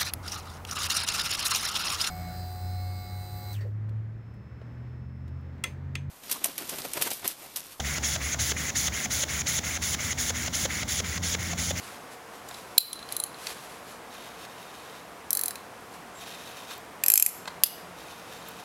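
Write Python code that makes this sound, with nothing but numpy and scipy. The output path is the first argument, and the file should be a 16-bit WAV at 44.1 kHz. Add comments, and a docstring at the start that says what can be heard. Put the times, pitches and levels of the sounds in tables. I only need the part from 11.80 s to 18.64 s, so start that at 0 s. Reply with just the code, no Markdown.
"""A mechanic turns a motorcycle engine over by hand with a socket ratchet, in a softly rushing workshop.
A glove slides on the handle, then the socket clanks onto the crank nut. Three times the handle swings back,
its pawl (a small catch) clicking over the teeth, louder with each swing, and then drives the engine, which
rubs and knocks softly. Before the last drive stroke a low hum swells and the pawl snaps home under load.
After each loud hit, the close microphone's gain control briefly turns everything down."""
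import sys
import numpy as np
from scipy import signal
from scipy.fft import rfft, irfft
from scipy.io import wavfile
from scipy.ndimage import uniform_filter1d, minimum_filter1d

SR = 44100
rng = np.random.default_rng(int(sys.argv[2]) if len(sys.argv) > 2 else 0)


def pcm_store(signal):
    """Save signal as 16-bit PCM."""
    levels = np.round(np.clip(np.atleast_2d(signal), -1, 1) * 32767)
    wavfile.write(sys.argv[1], SR, levels.astype(np.int16).T)


N = 301644
TIME = np.arange(N) / SR


def from_db(db):
    """Turn decibels into a factor to multiply a sound by."""
    return 10 ** (np.asarray(db) / 20)


def rms_one(x):
    """Scale a sound to an average (rms) size of 1."""
    return x / np.sqrt(np.mean(x ** 2) + 1e-20)


def add(out, s, sound):
    """Mix a sound in, starting at s seconds."""
    at = int(s * SR)
    out[at:at + len(sound)] += sound[:N - at]


def drift(rate_hz):
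    """A random wander, roughly 1 either side of zero."""
    knots = rng.standard_normal(int(rate_hz * N / SR) + 2)
    return np.interp(TIME * rate_hz, np.arange(len(knots)), knots)


def coloured_noise(spectrum):
    """Noise of size 1, shaped by rows of (pitch [Hz], level [dB])."""
    hz, db = np.transpose(spectrum)
    bin_hz = np.maximum(np.arange(N // 2 + 1) * SR / N, 1)
    gain = from_db(np.interp(np.log(bin_hz), np.log(hz), db))
    return rms_one(irfft(rfft(rng.standard_normal(N)) * gain, N))


def resonate(pressure, modes):
    """Random pushes make an object ring at its modes (its own pitches); narrow modes ring longer."""
    out = 0
    for hz, width, db in modes:
        r = np.exp(-np.pi * width / SR)
        force = pressure * rng.standard_normal(len(pressure)) + 1e-18
        ring = signal.lfilter([1, 0, -1], [1, -2 * r * np.cos(2 * np.pi * hz / SR), r * r], force)
        out = out + from_db(db) * rms_one(ring)
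    return rms_one(out)


def strike(modes, level_db, contact_s, bright_db=0, scatter_db=0):
    """A contact chatters briefly and leaves the modes ringing; bright_db is the rise over two octaves."""
    pressure = np.exp(-(TIME[:SR // 12] / contact_s) ** 2)
    tilted = [(hz, width, db + bright_db / 2 * np.log2(hz) + scatter_db * rng.standard_normal())
              for hz, width, db in modes]
    sound = resonate(pressure, tilted)
    # the level is that of the whole energy gathered into 4 ms
    return from_db(level_db) * sound / np.sqrt(np.sum(sound ** 2) / (.004 * SR))


def workshop_air():
    """An even background rush with a few droning tones and a swelling low hum."""
    # tone colour of the rush: (pitch [Hz], relative level [dB])
    rush_spectrum = [(20, -50), (35, -24), (55, -7.5), (120, -5.5), (230, -2.5), (380, -3.5), (600, -2),
                     (1000, -2.5), (1400, -5), (2200, -10), (4000, -18), (8500, -21.5), (12000, -22.5),
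                     (15800, -33)]
    # droning tones: (pitch [Hz], width [Hz], relative level [dB])
    drone_modes = [(128, 4.2, -15), (463, 31, 2.5), (722.3, 34, 4), (1050, 176, 3.5)]
    # swell of the hum: (time [s], level [dB])
    hum_levels = [(0, -83.5), (5.3, -64), (5.8, -57), (6.84, -61)]
    steady = np.ones(N)
    hum = from_db(np.interp(TIME, *np.transpose(hum_levels))) * resonate(steady, [(176.7, 11, 0)])
    rush = from_db(-46) * coloured_noise(rush_spectrum)
    drone = from_db(-52.5) * resonate(steady, drone_modes)
    return rush + drone + hum


def workshop_echo(x, near_db, near_s, wall_db, wall_s, wall_spread_s, tail_db, low_t60, treble_t60):
    """Sound bounces off the bike, then the wall, then all around; a t60 is the seconds to fade 60 dB."""
    t = TIME[:SR * 3 // 4]
    near, wall, tail = rng.standard_normal((3, len(t)))
    near = near * np.exp(-t / near_s) * (t > .001)
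    wall = wall * np.exp(-np.abs(t - wall_s) / wall_spread_s) * (t > wall_s)
    low = signal.sosfilt(signal.butter(2, 7000, fs=SR, output="sos"), tail)
    tail = low * from_db(-60 * t / low_t60) + (tail - low) * from_db(-60 * t / treble_t60)
    echoes = [(near_db, near), (wall_db, wall), (tail_db, tail)]
    response = sum(from_db(db) * echo / np.linalg.norm(echo) for db, echo in echoes)
    return x + signal.fftconvolve(x, response)[:N]


def squeaks():
    """Thin, wavering whistles that swell and fade."""
    # squeaks: (time [s], length [s], pitch [Hz], level [dB])
    whistles = [(4.327, 0.097, 7520, -57), (6.56, 0.075, 7400, -65)]
    out = np.zeros(N)
    for s, length_s, hz, db in whistles:
        add(out, s, from_db(db) * resonate(np.hanning(int(length_s * SR)), [(hz, 100, 0)]))
    return out


def glove():
    """Glove and sleeve slide on the handle; cloth and leather catch and slip in fine grains."""
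    # slides: (time of peak [s], level [dB], swell and fade time [s])
    slides = [(.04, -46.5, 0.17), (.33, -47.5, 0.024), (.56, -55, 0.065), (.76, -49, 0.11),
              (1.05, -52, 0.17), (1.33, -45, 0.048), (1.68, -41, 0.082), (1.84, -48.5, 0.19),
              (2.1, -48.5, 0.066), (4.14, -52.5, 0.048)]
    # tone colour of the cloth: (pitch [Hz], relative level [dB])
    cloth_spectrum = [(500, -15), (1100, 0.5), (2600, 0), (4000, -0.5), (6300, -3.5), (7700, -3),
                      (8800, -6.5), (10200, -1.5), (12500, -6.5), (15500, -20)]
    shape = 1.5   # 1 = pointed peak, 2 = round bell
    swells = [from_db(db) * np.exp(-np.abs((TIME - s) / fade_s) ** shape) for s, db, fade_s in slides]
    grains = rms_one(coloured_noise(cloth_spectrum) * from_db(1.7 * drift(50) + 1.5 * drift(800)))
    return np.linalg.norm(swells, axis=0) * grains


def stroke_effort(start_s, end_s, db, attack_s=0.027, release_s=0.035, sag_db=4):
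    """The rub sets in as the crank breaks free, eases in mid-stroke, builds again and stops."""
    progress = np.clip((TIME - start_s) / (end_s - start_s), 0, 1)
    attack = np.exp(np.minimum(TIME - start_s, 0) / attack_s)
    release = np.exp(np.minimum(end_s - TIME, 0) / release_s)
    return from_db(db - sag_db * np.sin(np.pi * progress)) * attack * release


def engine():
    """Parts knock softly inside the engine's case and give a grainy rub while the crank turns."""
    # knocks and ticks: (time [s], level [dB], brightness [dB], contact time [s])
    knocks = [(0.687, -39.5, 20, 0.0049), (0.7108, -39, -17, 0.0033), (0.743, -38, 3, 0.0053),
              (1.669, -28, 0, 0.0032), (1.703, -37, -21, 0.0048), (4.905, -43, -3, 0.0033),
              (4.978, -46, 40, .004), (5.656, -38.5, -17, 0.0025), (5.6757, -28.5, -13, 0.0088),
              (6.684, -39.5, 59, 0.0065)]
    # ring of the case: (pitch [Hz], width [Hz], relative level [dB])
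    case_modes = [(700, 82, -11), (1050, 160, -2.5), (1450, 410, -6), (2030, 130, -3.5), (2580, 290, 0),
                  (3740, 240, 3), (4050, 280, 6), (4800, 1200, 8), (7500, 500, 3), (11500, 1500, -8),
                  (13800, 1200, -9)]
    # drive strokes that turn the crank: (start [s], end [s], rub level [dB])
    strokes = [(2.33, 3.17, -49.5), (4.406, 4.93, -44.5), (6.205, 7.1, -48)]
    # ring stirred by the rubbing: (pitch [Hz], width [Hz], relative level [dB])
    rub_modes = [(1300, 900, -2), (2750, 600, -.5), (3750, 550, 0), (5500, 1400, -3.5), (6550, 300, -12),
                 (7600, 250, -13), (9500, 300, -13), (10300, 250, -13.5), (11800, 2200, -5.5)]
    out = np.zeros(N)
    for s, level_db, bright_db, contact_s in knocks:
        add(out, s, strike(case_modes, level_db, contact_s, bright_db, scatter_db=2.0))
    friction = from_db(3.0 * drift(40) + 3.2 * drift(900))
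    effort = sum(stroke_effort(*stroke) for stroke in strokes)
    return out + effort * resonate(friction, rub_modes)


def socket_ring(hz, t60):
    """The socket sings on with one pure, fading tone."""
    t = TIME[:SR // 2]
    return np.sin(2 * np.pi * hz * t) * np.exp(-np.log(1000) * t / t60)


def socket_clank(contact_s):
    """The socket skids over the corners of the nut and lands with a clank."""
    # hits on the nut: (time [s], level [dB], brightness [dB])
    hits = [(0.9788, -18.5, -13), (0.9810, -2, 0), (0.9822, -9, 6)]
    # ring of the bare socket: (pitch [Hz], width [Hz], relative level [dB])
    socket_modes = [(3050, 500, -17), (5800, 500, -17), (7300, 500, -10), (10900, 600, -7),
                    (4300, 250, -11), (4070, 90, 1), (9925, 100, 0), (11740, 200, -1.5), (15080, 120, -9)]
    # tones that linger: (pitch [Hz], level relative to the hit [dB], time to fade 60 dB [s])
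    lingering = [(4030, -41, 0.25), (10000, -37, .25), (11800, -45, .25), (15080, -46, .22)]
    out = np.zeros(N)
    for s, level_db, bright_db in hits:
        add(out, s, strike(socket_modes, level_db, contact_s, bright_db))
        for hz, ring_db, t60 in lingering:
            add(out, s, from_db(level_db + ring_db) * socket_ring(hz, t60))
    return out


def pawl_snap():
    """The pawl drops fully into a tooth as the load comes on; the loaded socket rings higher."""
    # pawl snapping home: (time [s], level [dB])
    snaps = [(5.8357, -5.5)]
    # ring of the loaded ratchet head: (pitch [Hz], width [Hz], relative level [dB])
    head_modes = [(2730, 370, -14.5), (3400, 460, -17), (4630, 250, -17.5), (4990, 200, -9),
                  (6000, 610, -19), (7150, 330, -15), (8200, 350, -25), (9700, 240, -1.5),
                  (10100, 500, -5.5), (11550, 340, 0.5), (12600, 450, -4.5), (14000, 450, -11)]
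    out = np.zeros(N)
    for s, level_db in snaps:
        add(out, s, strike(head_modes, level_db, contact_s=.0009))
        add(out, s, strike(head_modes, level_db - 3.0, contact_s=0.0057))   # the pawl judders
        add(out, s, from_db(level_db - 36) * socket_ring(hz=5060, t60=.24))
    return out


def pawl_clicks():
    """List the clicks: the grip firms up through a swing, and harder clicks are brighter."""
    # pawl falling off a tooth: (time [s], level [dB])
    tooth_drops = [(1.1304, -25), (1.1913, -39), (1.227, -39), (1.2894, -38), (1.3236, -26.5), (1.366, -24),
                   (1.4005, -24), (1.4377, -23.5), (1.544, -42), (3.506, -20), (3.53, -18), (3.5507, -24),
                   (3.5715, -21.5), (3.5922, -26), (3.6121, -24), (3.6356, -23), (3.6578, -24.5),
                   (3.681, -25.5), (3.7076, -32), (3.756, -35.5), (5.237, -19), (5.2622, -18),
                   (5.2828, -11.5), (5.3007, -10.5), (5.3187, -14), (5.3379, -7), (5.3564, -10),
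                   (5.3763, -7), (5.3982, -10.5), (5.4243, -7.5), (5.4626, -9.5)]
    # return swings: (start [s], end [s], first grip [0 loose to 1 firm], last grip, brightness [dB])
    swings = [(1.1, 1.6, .04, 0.056, -9), (3.48, 3.78, 0.39, 0.58, -5.5), (5.21, 5.49, 0.77, 0.96, -0.5)]
    rows = []
    for start_s, end_s, first_grip, last_grip, bright_db in swings:
        clicks = [(s, db) for s, db in tooth_drops if start_s <= s < end_s]
        mean_db = np.mean([db for s, db in clicks])
        for s, db in clicks:
            grip = np.interp(s, [start_s, end_s], [first_grip, last_grip])
            brighter_per_db = np.interp(grip, [0, 1], [1.75, 0.43])
            rows.append((s, db, grip, bright_db + brighter_per_db * (db - mean_db)))
    return rows


def ratchet(contact_s, rebound_s, rebound_db, scatter_db, socket_db):
    """The pawl hits each tooth and bounces; a firmer grip damps the socket and shifts the ring upwards."""
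    # ring of ratchet and socket: (pitch [Hz], width [Hz])
    wrench_modes = [(1850, 300), (2480, 380), (3250, 300), (4070, 70), (4420, 180), (5330, 340),
                    (6250, 300), (6950, 180), (7560, 150), (8300, 400), (9920, 170), (10170, 260),
                    (11740, 260), (12000, 280), (14300, 450), (15170, 240)]
    # rows for a loose, medium and firm grip: (relative level [dB] of each mode above)
    grip_levels = [(-29, -25, -14, 1, -32, -25, -15, -17, -10, -19, -0.5, 0, -5.5, -18, -15, -21),
                   (-19, -25.5, -26, -9.5, -13.5, -17.5, -10.5, -17, -10.5, -7, -2, 1.5, 1, 1.5, -16, -5),
                   (-27.5, -10, -40, -28, -26, -9, -12.5, -15, -5.5, -18, -7.5, -8, 0.5, -4, -27, -22)]
    out = np.zeros(N)
    for s, level_db, grip, bright_db in pawl_clicks():
        modes = [(hz, width, np.interp(grip, [0, .5, 1], by_grip))
                 for (hz, width), by_grip in zip(wrench_modes, np.transpose(grip_levels))]
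        add(out, s, strike(modes, level_db, contact_s, bright_db, scatter_db))
        bounce_s = s + rebound_s * rng.uniform(.7, 1.3)
        add(out, bounce_s, strike(modes, level_db + rebound_db, contact_s, bright_db, scatter_db))
        looseness = 1 - np.clip(grip, 0, 1)
        add(out, s, from_db(level_db + socket_db) * looseness ** 2 * socket_ring(hz=4085, t60=0.24))
    return out


def scene():
    """Tool and engine echo in the workshop; glove, squeaks and background join them in one channel."""
    clicks = ratchet(contact_s=0.0012, rebound_s=.0014, rebound_db=-9.5, scatter_db=2.5, socket_db=-30)
    close = clicks + socket_clank(contact_s=0.00081) + pawl_snap() + engine()
    room = workshop_echo(close, near_db=-9, near_s=0.0033, wall_db=-17.5, wall_s=.0235,
                         wall_spread_s=0.0073, tail_db=-13, low_t60=0.54, treble_t60=0.36)
    return (room + glove() + squeaks() + workshop_air())[None]


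def gain_control(x, threshold_db, attack_s, hold_s, release_db_per_s):
    """The volume drops quickly when the sound passes a threshold, holds, then creeps back."""
    power = uniform_filter1d(x[0] ** 2, SR // 500)
    level_db = 10 * np.log10(np.maximum(power, 1e-12))
    over_db = np.maximum(level_db - threshold_db, 0)
    hold = int(hold_s * SR) | 1
    held_db = -minimum_filter1d(-over_db, hold, origin=hold // 2)
    cut_db = np.maximum.accumulate(held_db + release_db_per_s * TIME) - release_db_per_s * TIME
    cut_db = np.interp(TIME + 0.00052, TIME, cut_db)   # the detector runs slightly ahead
    r = np.exp(-1 / (attack_s * SR))
    return x * from_db(-signal.lfilter([1 - r], [1, -r], cut_db))


def record(dry):
    """Turn loud hits down, clip peaks beyond full scale, and cut the treble above 16 kHz."""
    levelled = gain_control(dry, threshold_db=-11.0, attack_s=0.0025, hold_s=0.021, release_db_per_s=51.0)
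    treble_cut = signal.ellip(10, .1, 70, 16000, fs=SR, output="sos")
    return signal.sosfilt(treble_cut, np.clip(levelled, -1, 1))


dry = scene()
out = record(dry)
pcm_store(out)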